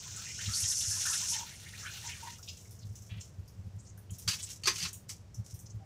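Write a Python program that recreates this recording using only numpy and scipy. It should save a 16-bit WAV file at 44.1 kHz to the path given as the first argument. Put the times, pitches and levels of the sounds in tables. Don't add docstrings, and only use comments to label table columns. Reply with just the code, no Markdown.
import sys
import numpy as np
from scipy import signal
from scipy.io import wavfile

SR = 44100
rng = np.random.default_rng(int(sys.argv[2]) if len(sys.argv) > 2 else 0)


def master(y):
    cut = np.clip(np.atleast_2d(y).T, -1, 1)
    pcm = np.round(cut * 32767)
    wavfile.write(sys.argv[1], SR, pcm.astype(np.int16))


N = 257984
T = np.arange(N) / SR
TAP_SHUT_S, SHUTTING_S = 2.39, 0.049
# frequency in Hz, density in dB.
SLAP_SPECTRUM = [(1800, -33), (2700, -3), (4200, -3.5), (7000, -35)]


def gain_of(db):
    return 10 ** (np.asarray(db) / 20)


def unit_rms(x):
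    return x / np.sqrt(np.mean(x ** 2) + 1e-20)


def unit_attack(x):
    return x / np.sqrt(np.mean(x[:SR // 100] ** 2) + 1e-20)


def envelope(points):
    times_s, levels_db = np.transpose(points)
    return gain_of(np.interp(T, times_s, levels_db))


def surges(depth_db, step_s):
    knots = rng.standard_normal(4000)
    return gain_of(depth_db * np.interp(T / step_s, np.arange(len(knots)), knots))


def tap_closed():
    return np.clip(1 + (T - TAP_SHUT_S) / SHUTTING_S, 0, 1)


def fade_after_tap(db, db_per_s):
    return gain_of(db - db_per_s * np.maximum(T - TAP_SHUT_S, 0))


def add(mix, start_s, sound):
    part = mix[max(round(start_s * SR), 0):][:len(sound)]
    part += sound[:len(part)]


def colour(x, spectrum, size=8192):
    hz, db = np.transpose(spectrum)
    bins_hz = abs(np.fft.fftfreq(size, 1 / SR))
    log_gain = np.log(gain_of(np.interp(np.log(bins_hz + 1), np.log(hz + 1), db)))
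    taps = np.fft.ifft(np.exp(signal.hilbert(log_gain).conj())).real[:size // 2]
    return signal.fftconvolve(x, taps)[:len(x)]


def noise(count, spectrum):
    return unit_rms(colour(rng.standard_normal(count), spectrum))


def room(x, early_db, tail_db, early_s=0.012, t60_s=0.24):
    t = np.arange(SR // 2) / SR
    early, tail = rng.standard_normal((2, len(t))) * (t > 0.001)
    early *= np.exp(-t / early_s)
    tail *= np.exp(-np.log(1000) * t / t60_s)
    response = (t == 0) + gain_of(early_db) * early / np.linalg.norm(early)
    response += gain_of(tail_db) * tail / np.linalg.norm(tail)
    wet = signal.fftconvolve(x, response)
    return wet * np.linalg.norm(x) / np.linalg.norm(wet)


def burst(spectrum, decay_s):
    t = np.arange(SR // 5) / SR
    return unit_attack(colour(rng.standard_normal(len(t)) * np.exp(-t / decay_s), spectrum))


def ring(modes, detune=0.0031):
    t = np.arange(SR // 4) / SR
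    out = np.zeros(len(t))
    for hz, db, t60_s in modes:
        decay = gain_of(db + 2 * rng.standard_normal()) * np.exp(-np.log(1000) * t / t60_s)
        gripped_hz = hz * (1 + detune * rng.standard_normal())
        out += decay * np.sin(2 * np.pi * (gripped_hz * t + rng.random()))
    return unit_attack(out)


def patter(spectrum, per_s, spread_db, early_db, tail_db, spots=4):
    out = np.zeros(N)
    for _ in range(spots):
        sizes = gain_of(spread_db * np.minimum(rng.exponential(1, N), 4))
        impacts = sizes * rng.choice([-1, 1], N) * (rng.random(N) < per_s / spots / SR)
        out += room(impacts, early_db, tail_db)[:N]
    return unit_rms(colour(out, spectrum))


def bubbles(centre_hz, length_s, scatter, per_s=800, cycles=11, rise=0.047, climb=0.44):
    t = np.arange(SR // 20) / SR
    cloud = np.zeros(round(length_s * SR) + len(t))
    count = max(round(per_s * length_s), 4)
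    for when, size, pitch in rng.random((160, 3))[:count]:
        hz = centre_hz * np.exp(scatter * (2 * pitch - 1 + climb * (2 * when - 1)))
        age = t * hz / cycles
        swell = (1 - np.exp(-t * hz)) * np.exp(-age)
        tone = np.sin(2 * np.pi * hz * t * (1 + rise * np.tanh(age)))
        add(cloud, when * length_s * 0.8, size * swell * tone)
    return cloud / np.sqrt(np.sum(cloud ** 2) / (length_s * SR))


def air():
    # frequency in Hz, density in dB.
    spectrum = [(400, 0.5), (1200, -10.5), (3800, -18), (5600, -15), (8000, -21), (15500, -50)]
    return gain_of(-64.5) * noise(N, spectrum)


def movement(room_hz=101, wall_hz=177.6, swell_s=0.011, roughness=0.4):
    # frequency in Hz, density in dB.
    rumble = [(25, -29), (62, -9), (100, 2), (130, -9), (205, -13.5), (270, -42.5), (600, -56.5)]
    # centre in seconds, relative level in dB.
    thuds = [(0.488, -43.5), (0.641, -49), (0.892, -51), (2.86, -52), (2.911, -51), (3.02, -53),
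             (3.129, -50.5), (3.178, -50.5), (3.402, -49.5), (3.598, -50.5), (3.674, -49), (3.765, -49.5),
             (4.12, -48), (4.285, -47.5), (5.396, -43.5), (5.548, -50), (5.757, -47.5)]
    shoves = [(4.287, -54), (4.843, -54.5)]
    out = gain_of(-52.5) * noise(N, rumble)
    t = np.arange(-SR // 8, SR // 8) / SR
    swell = 1 / np.cosh(t / swell_s)
    for events, hz in (thuds, room_hz), (shoves, wall_hz):
        for centre_s, db in events:
            detune, phase = rng.uniform(-1.01, 1, 2)
            boom = np.sin(2 * np.pi * (hz * (1 + 0.07 * detune) * t + phase))
            thud = swell * (boom + roughness * noise(len(t), rumble))
            thud *= np.linalg.norm(swell) / np.linalg.norm(thud)
            add(out, centre_s + t[0], gain_of(db + 10.5) * thud)
    return out


def coat_fizz():
    # frequency in Hz, density in dB.
    spectrum = [(1500, -12.5), (15500, 1)]
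    level = tap_closed() * fade_after_tap(-65, db_per_s=14.5)
    return level * patter(spectrum, per_s=2400, spread_db=8, early_db=10, tail_db=-18)


def plips(cycles=9, rise=0.13):
    # start in seconds, level in dB, initial pitch in Hz.
    drops = [(2.388, -60, 1240), (2.652, -64.5, 1970), (3.976, -65, 1480), (4.097, -60, 2830)]
    out = np.zeros(N)
    t = np.arange(SR // 20) / SR
    for start_s, db, hz in drops:
        age = t * hz / cycles
        plip = unit_attack(np.exp(-age) * np.sin(2 * np.pi * hz * t * (1 + rise * np.tanh(age))))
        add(out, start_s, gain_of(db) * room(plip, early_db=6, tail_db=1))
    return out


def hose_swishes(attack_s=0.0095, release_s=0.036):
    # frequency in Hz, density in dB.
    spectrum = [(1000, -29), (4400, -15.5), (5600, -3), (7000, -6), (10000, -15), (15500, -23.5)]
    # start in seconds, length in seconds, level in dB.
    pulls = [(2.97, 0.13, -64.5), (3.196, 0.063, -58.5), (4.13, 0.19, -54.5), (4.281, 0.26, -48),
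             (4.668, 0.2, -44), (5.084, 0.022, -46.5), (5.441, 0.072, -55.5)]
    sliding = np.zeros(N)
    for start_s, length_s, db in pulls:
        attack = np.clip((T - start_s) / attack_s, 0, 1)
        release = np.exp(-np.maximum(T - start_s - length_s, 0) / release_s)
        sliding += gain_of(db) * attack * release
    dribble = fade_after_tap(-58.5, db_per_s=17)
    level = tap_closed() * np.hypot(sliding, dribble)
    return level * patter(spectrum, per_s=1500, spread_db=6.5, early_db=2.5, tail_db=-8)


def hose_scrapes(bandwidth_hz=1700, ramp_s=0.0034):
    # start in seconds, length in seconds, level in dB, first and last pitch in Hz.
    strokes = [(2.788, 0.063, -62.5, 7040, 3400), (3.091, .11, -57, 2765, 2886),
               (3.782, 0.08, -63, 6800, 8300), (3.848, 0.059, -58.5, 5600, 7200),
               (4.386, 0.032, -45.5, 2600, 4540), (4.419, 0.028, -43, 8340, 7420),
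               (4.469, 0.0443, -50.5, 3196, 3680), (4.798, 0.039, -43.5, 2915, 2587),
               (5.656, 0.086, -62, 5670, 6950)]
    lowpass = signal.butter(2, bandwidth_hz / 2, fs=SR)
    out = np.zeros(N)
    for start_s, length_s, db, first_hz, last_hz in strokes:
        t = np.arange(0, length_s, 1 / SR)
        hz = first_hz * (last_hz / first_hz) ** (t / length_s)
        phase = 2 * np.pi * np.cumsum(hz) / SR
        grain = signal.lfilter(*lowpass, rng.standard_normal((2, SR // 4))[:, :len(t)])
        band = unit_rms(grain[0] * np.cos(phase) + grain[1] * np.sin(phase))
        ramp = np.minimum(np.minimum(t, length_s - t) / ramp_s, 1)
        add(out, start_s, gain_of(db) * room(ramp * band, early_db=-7, tail_db=-7))
    stick_slip = unit_rms(surges(depth_db=4, step_s=0.013))
    return out * stick_slip


def ticks():
    # start in seconds, relative level in dB, ring in Hz, body and snap offsets in dB.
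    contacts = [(0.162, -35.5, 7500, -35, -14), (2.428, -43, 6300, -12, -22), (2.486, -36.5, 6100, -5, -31),
                (2.57, -47, 6900, -9, -10), (2.708, -53.5, 6200, -12, 9), (2.955, -44.5, 6800, -16.5, -5),
                (3.02, -49.5, 6600, -23, -6), (3.208, -40, 6650, -12, -23), (3.478, -53.5, 5760, -22, 1),
                (3.975, -62, 7000, -10, 14.5), (4.106, -45, 7400, -23, -0.5), (4.184, -48, 6950, -10, 10),
                (4.93, -39.5, 7260, -15.5, 3.5), (5.344, -44.5, 6640, -34, -7.5),
                (5.541, -50.5, 6500, -11, 7), (5.591, -47, 7100, -29, 2)]
    # multiple of the ring's pitch, density in dB.
    ring_shape = [(0.57, -57), (0.78, 4.5), (0.89, 10), (1.13, 4), (1.6, -23)]
    # frequency in Hz, density in dB.
    snap_spectrum = [(5500, -50), (8500, 1.5), (15500, -2.5)]
    out = np.zeros(N)
    for start_s, db, hz, body_db, snap_db in contacts:
        tone = burst(np.array(ring_shape) * [hz, 1], decay_s=0.0037)
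        body = gain_of(body_db) * burst(SLAP_SPECTRUM, decay_s=0.0092)
        snap = burst(snap_spectrum, decay_s=0.004)
        add(out, start_s, gain_of(db - 5) * room(tone + body, early_db=2, tail_db=5))
        add(out, start_s, gain_of(db + snap_db - 7.5) * room(snap, early_db=-2, tail_db=7.5))
    return out


def gurgles():
    # start in seconds, relative level in dB, pitch in Hz, length in seconds, log-pitch spread.
    gulps = [(0.16, -63.5, 1380, 0.1, 0.12), (0.249, -56.5, 2395, 0.085, 0.26),
             (0.378, -57, 1480, 0.029, 0.083), (0.389, -53.5, 2500, 0.064, 0.37),
             (0.483, -60, 1315, 0.088, 0.11), (0.535, -41, 4420, 0.028, 0.17),
             (0.903, -58.5, 1602, 0.053, 0.11), (1.054, -46, 1490, 0.03, 0.16),
             (1.114, -52.5, 1343, 0.043, .11), (1.317, -57, 887, 0.15, 0.048),
             (1.658, -57.5, 1980, 0.019, 0.12), (1.733, -56, 2135, 0.023, 0.17),
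             (1.824, -53, 1500, 0.089, 0.136), (1.853, -53.5, 2780, 0.048, 0.3),
             (2.039, -57.5, 882, .035, 0.033), (2.078, -53.5, 2260, 0.079, 0.25),
             (2.222, -53, 915, 0.071, 0.045), (2.256, -59.5, 2210, 0.047, 0.51),
             (5.788, -67.5, 707, .05, 0.14)]
    out = np.zeros(N)
    for start_s, db, hz, length_s, scatter in gulps:
        cloud = bubbles(hz, length_s, scatter)
        add(out, start_s, gain_of(db + 5) * room(cloud, early_db=-3.5, tail_db=-6))
    return out


def spatters(swell_s=0.0061):
    # start in seconds, level in dB.
    slaps = [(0.456, -41), (0.634, -41.5), (0.718, -44.5), (0.806, -42.5), (0.833, -47), (1.019, -45.5),
             (1.128, -41), (1.181, -51), (1.24, -53), (1.33, -40.5), (2.475, -48)]
    out = np.zeros(N)
    age = np.arange(SR // 5) / SR / swell_s
    for start_s, db in slaps:
        impacts = rng.standard_normal(len(age)) * age * np.exp(-age)
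        slap = unit_attack(colour(impacts, SLAP_SPECTRUM))
        add(out, start_s, gain_of(db) * room(slap, early_db=-6, tail_db=-9))
    return out


def slosh(level, per_s=30, low_hz=1245, high_hz=3400):
    out = np.zeros(N)
    for when, pitch, size in rng.random((round(per_s * N / SR), 3)):
        hz = low_hz * (high_hz / low_hz) ** pitch
        cloud = bubbles(hz, length_s=0.05, scatter=0.265, per_s=1200, cycles=5.2, rise=0.037)
        add(out, when * N / SR, level[int(when * N)] * size * cloud)
    return room(out, early_db=6, tail_db=0)[:N]


def holder_knocks():
    # start in seconds, relative level in dB, bracket and head-ring offsets in dB.
    knocks = [(4.277, -27, -15, 1), (4.287, -30, -9.5, -5), (4.309, -32, -25, -14),
              (4.331, -33.5, -13, -10), (4.635, -39.5, -14, 4.5), (4.657, -33.5, -5, 7), (4.672, -24, 1, 0),
              (4.758, -36.5, -29, -8), (4.78, -38.5, -32, -9), (4.799, -38.5, -25, 4.5),
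              (4.825, -31, -32, -1.5), (4.836, -39, -10, -3), (4.851, -34, -3, -16),
              (5.094, -43.5, -14, -5)]
    # frequency in Hz, level in dB, T60 in seconds.
    head_modes = [(3090, -2.5, .12), (4290, -3, 0.21), (4470, 7.5, .12), (4670, 4, 0.13), (4766, 5, 0.13),
                  (4790, 6, 0.13), (6300, 0, 0.23)]
    bracket_modes = [(389, -9, 0.11), (851, -4.5, 0.13), (1075, 1, 0.14), (1264, 3.5, 0.13),
                     (1470, -6, 0.11), (1810, -2, 0.14), (2400, 5.5, 0.057), (3200, -6, 0.12),
                     (3927, -1, .13), (4870, 6.5, 0.086), (5670, -6, 0.14), (6160, 8.5, 0.1)]
    # frequency in Hz, density in dB.
    crack_spectrum = [(500, -37), (1300, -11.5), (2800, 1.5), (3700, -1.5), (4600, 3.5), (6300, 0),
                      (10500, -12), (15500, -23)]
    thump_spectrum = [(150, -20), (370, -3), (640, -21.5), (1000, -1.5), (6500, -3.5), (9000, -37)]
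    out = np.zeros(N)
    for start_s, db, bracket_db, head_db in knocks:
        crack = burst(crack_spectrum, decay_s=0.0069)
        thump = gain_of(bracket_db - 4) * burst(thump_spectrum, decay_s=0.018)
        head = gain_of(head_db - 5.5) * ring(head_modes)
        bracket = gain_of(bracket_db - 4.5) * ring(bracket_modes)
        add(out, start_s, gain_of(db - 1) * room(crack + thump, early_db=5, tail_db=-2.5))
        add(out, start_s, gain_of(db - 1) * room(head + bracket, early_db=-5, tail_db=-23))
    return out


def shower(full_aim_db=-34, mist_exponent=2.56, nozzle_turn_s=0.51):
    # time in seconds, level in dB.
    aim_curve = [(0.03, -45), (0.39, -45.5), (0.57, -33.5), (0.85, -35), (0.98, -37), (1.33, -35.5),
                 (1.41, -44.5), (1.48, -54), (1.54, -54.5), (1.77, -59), (1.81, -48), (1.9, -54),
                 (2.04, -51), (2.07, -42), (2.14, -54), (2.36, -53)]
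    runoff_curve = [(0.03, -55), (0.47, -52), (0.85, -55), (1.12, -44.5), (1.36, -48), (1.46, -50.5),
                    (1.56, -59), (1.76, -53.5), (1.87, -53.5), (2.11, -49), (2.36, -56.5)]
    # frequency in Hz, density in dB.
    spray_spectrum = [(2500, -51), (4200, -11.5), (4900, -4), (5300, 2.5), (6200, 5), (7500, -1),
                      (9000, -12), (12500, -65)]
    splatter_spectrum = [(500, -19), (900, -2.5), (1100, -12.5), (1400, 2), (1900, -5.5), (2800, 5),
                         (4400, 3), (9000, -12.5), (15500, -9)]
    # Fine, bright hiss; above about 12 kHz it falls away steeply. Same columns.
    bright_hiss_spectrum = [(6000, -19.5), (8500, 9), (10000, 6.5), (11800, 1), (13200, -18), (15500, -21)]
    flow = 1 - tap_closed()
    aim = envelope(aim_curve) * surges(depth_db=1.75, step_s=0.05)
    runoff = flow * envelope(runoff_curve) * surges(depth_db=1, step_s=0.05)
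    thrown = gain_of(-41) * (aim / gain_of(full_aim_db)) ** mist_exponent
    nozzle = gain_of(-61.5) * np.minimum(T / nozzle_turn_s, 1)
    spray = aim * patter(spray_spectrum, per_s=1500, spread_db=3.5, early_db=3.5, tail_db=-9.5)
    bright_hiss = patter(bright_hiss_spectrum, per_s=2600, spread_db=8.5, early_db=2.5, tail_db=3)
    bright_hiss *= np.hypot(thrown, nozzle)
    splatter = runoff * patter(splatter_spectrum, per_s=500, spread_db=4, early_db=12.5, tail_db=-19)
    return flow * (spray + bright_hiss) + splatter + gain_of(-4.5) * slosh(runoff)


def scene():
    mix = air() + shower() + spatters() + plips() + coat_fizz()
    mix += hose_swishes() + hose_scrapes() + gurgles() + ticks() + holder_knocks() + movement()
    return mix[None]


def record(dry, cutoff_hz=15600):
    lowpass = signal.firwin(511, cutoff_hz, window=("kaiser", 9), fs=SR)
    return signal.oaconvolve(dry, lowpass[None], "same")


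dry = scene()
out = record(dry)
master(out)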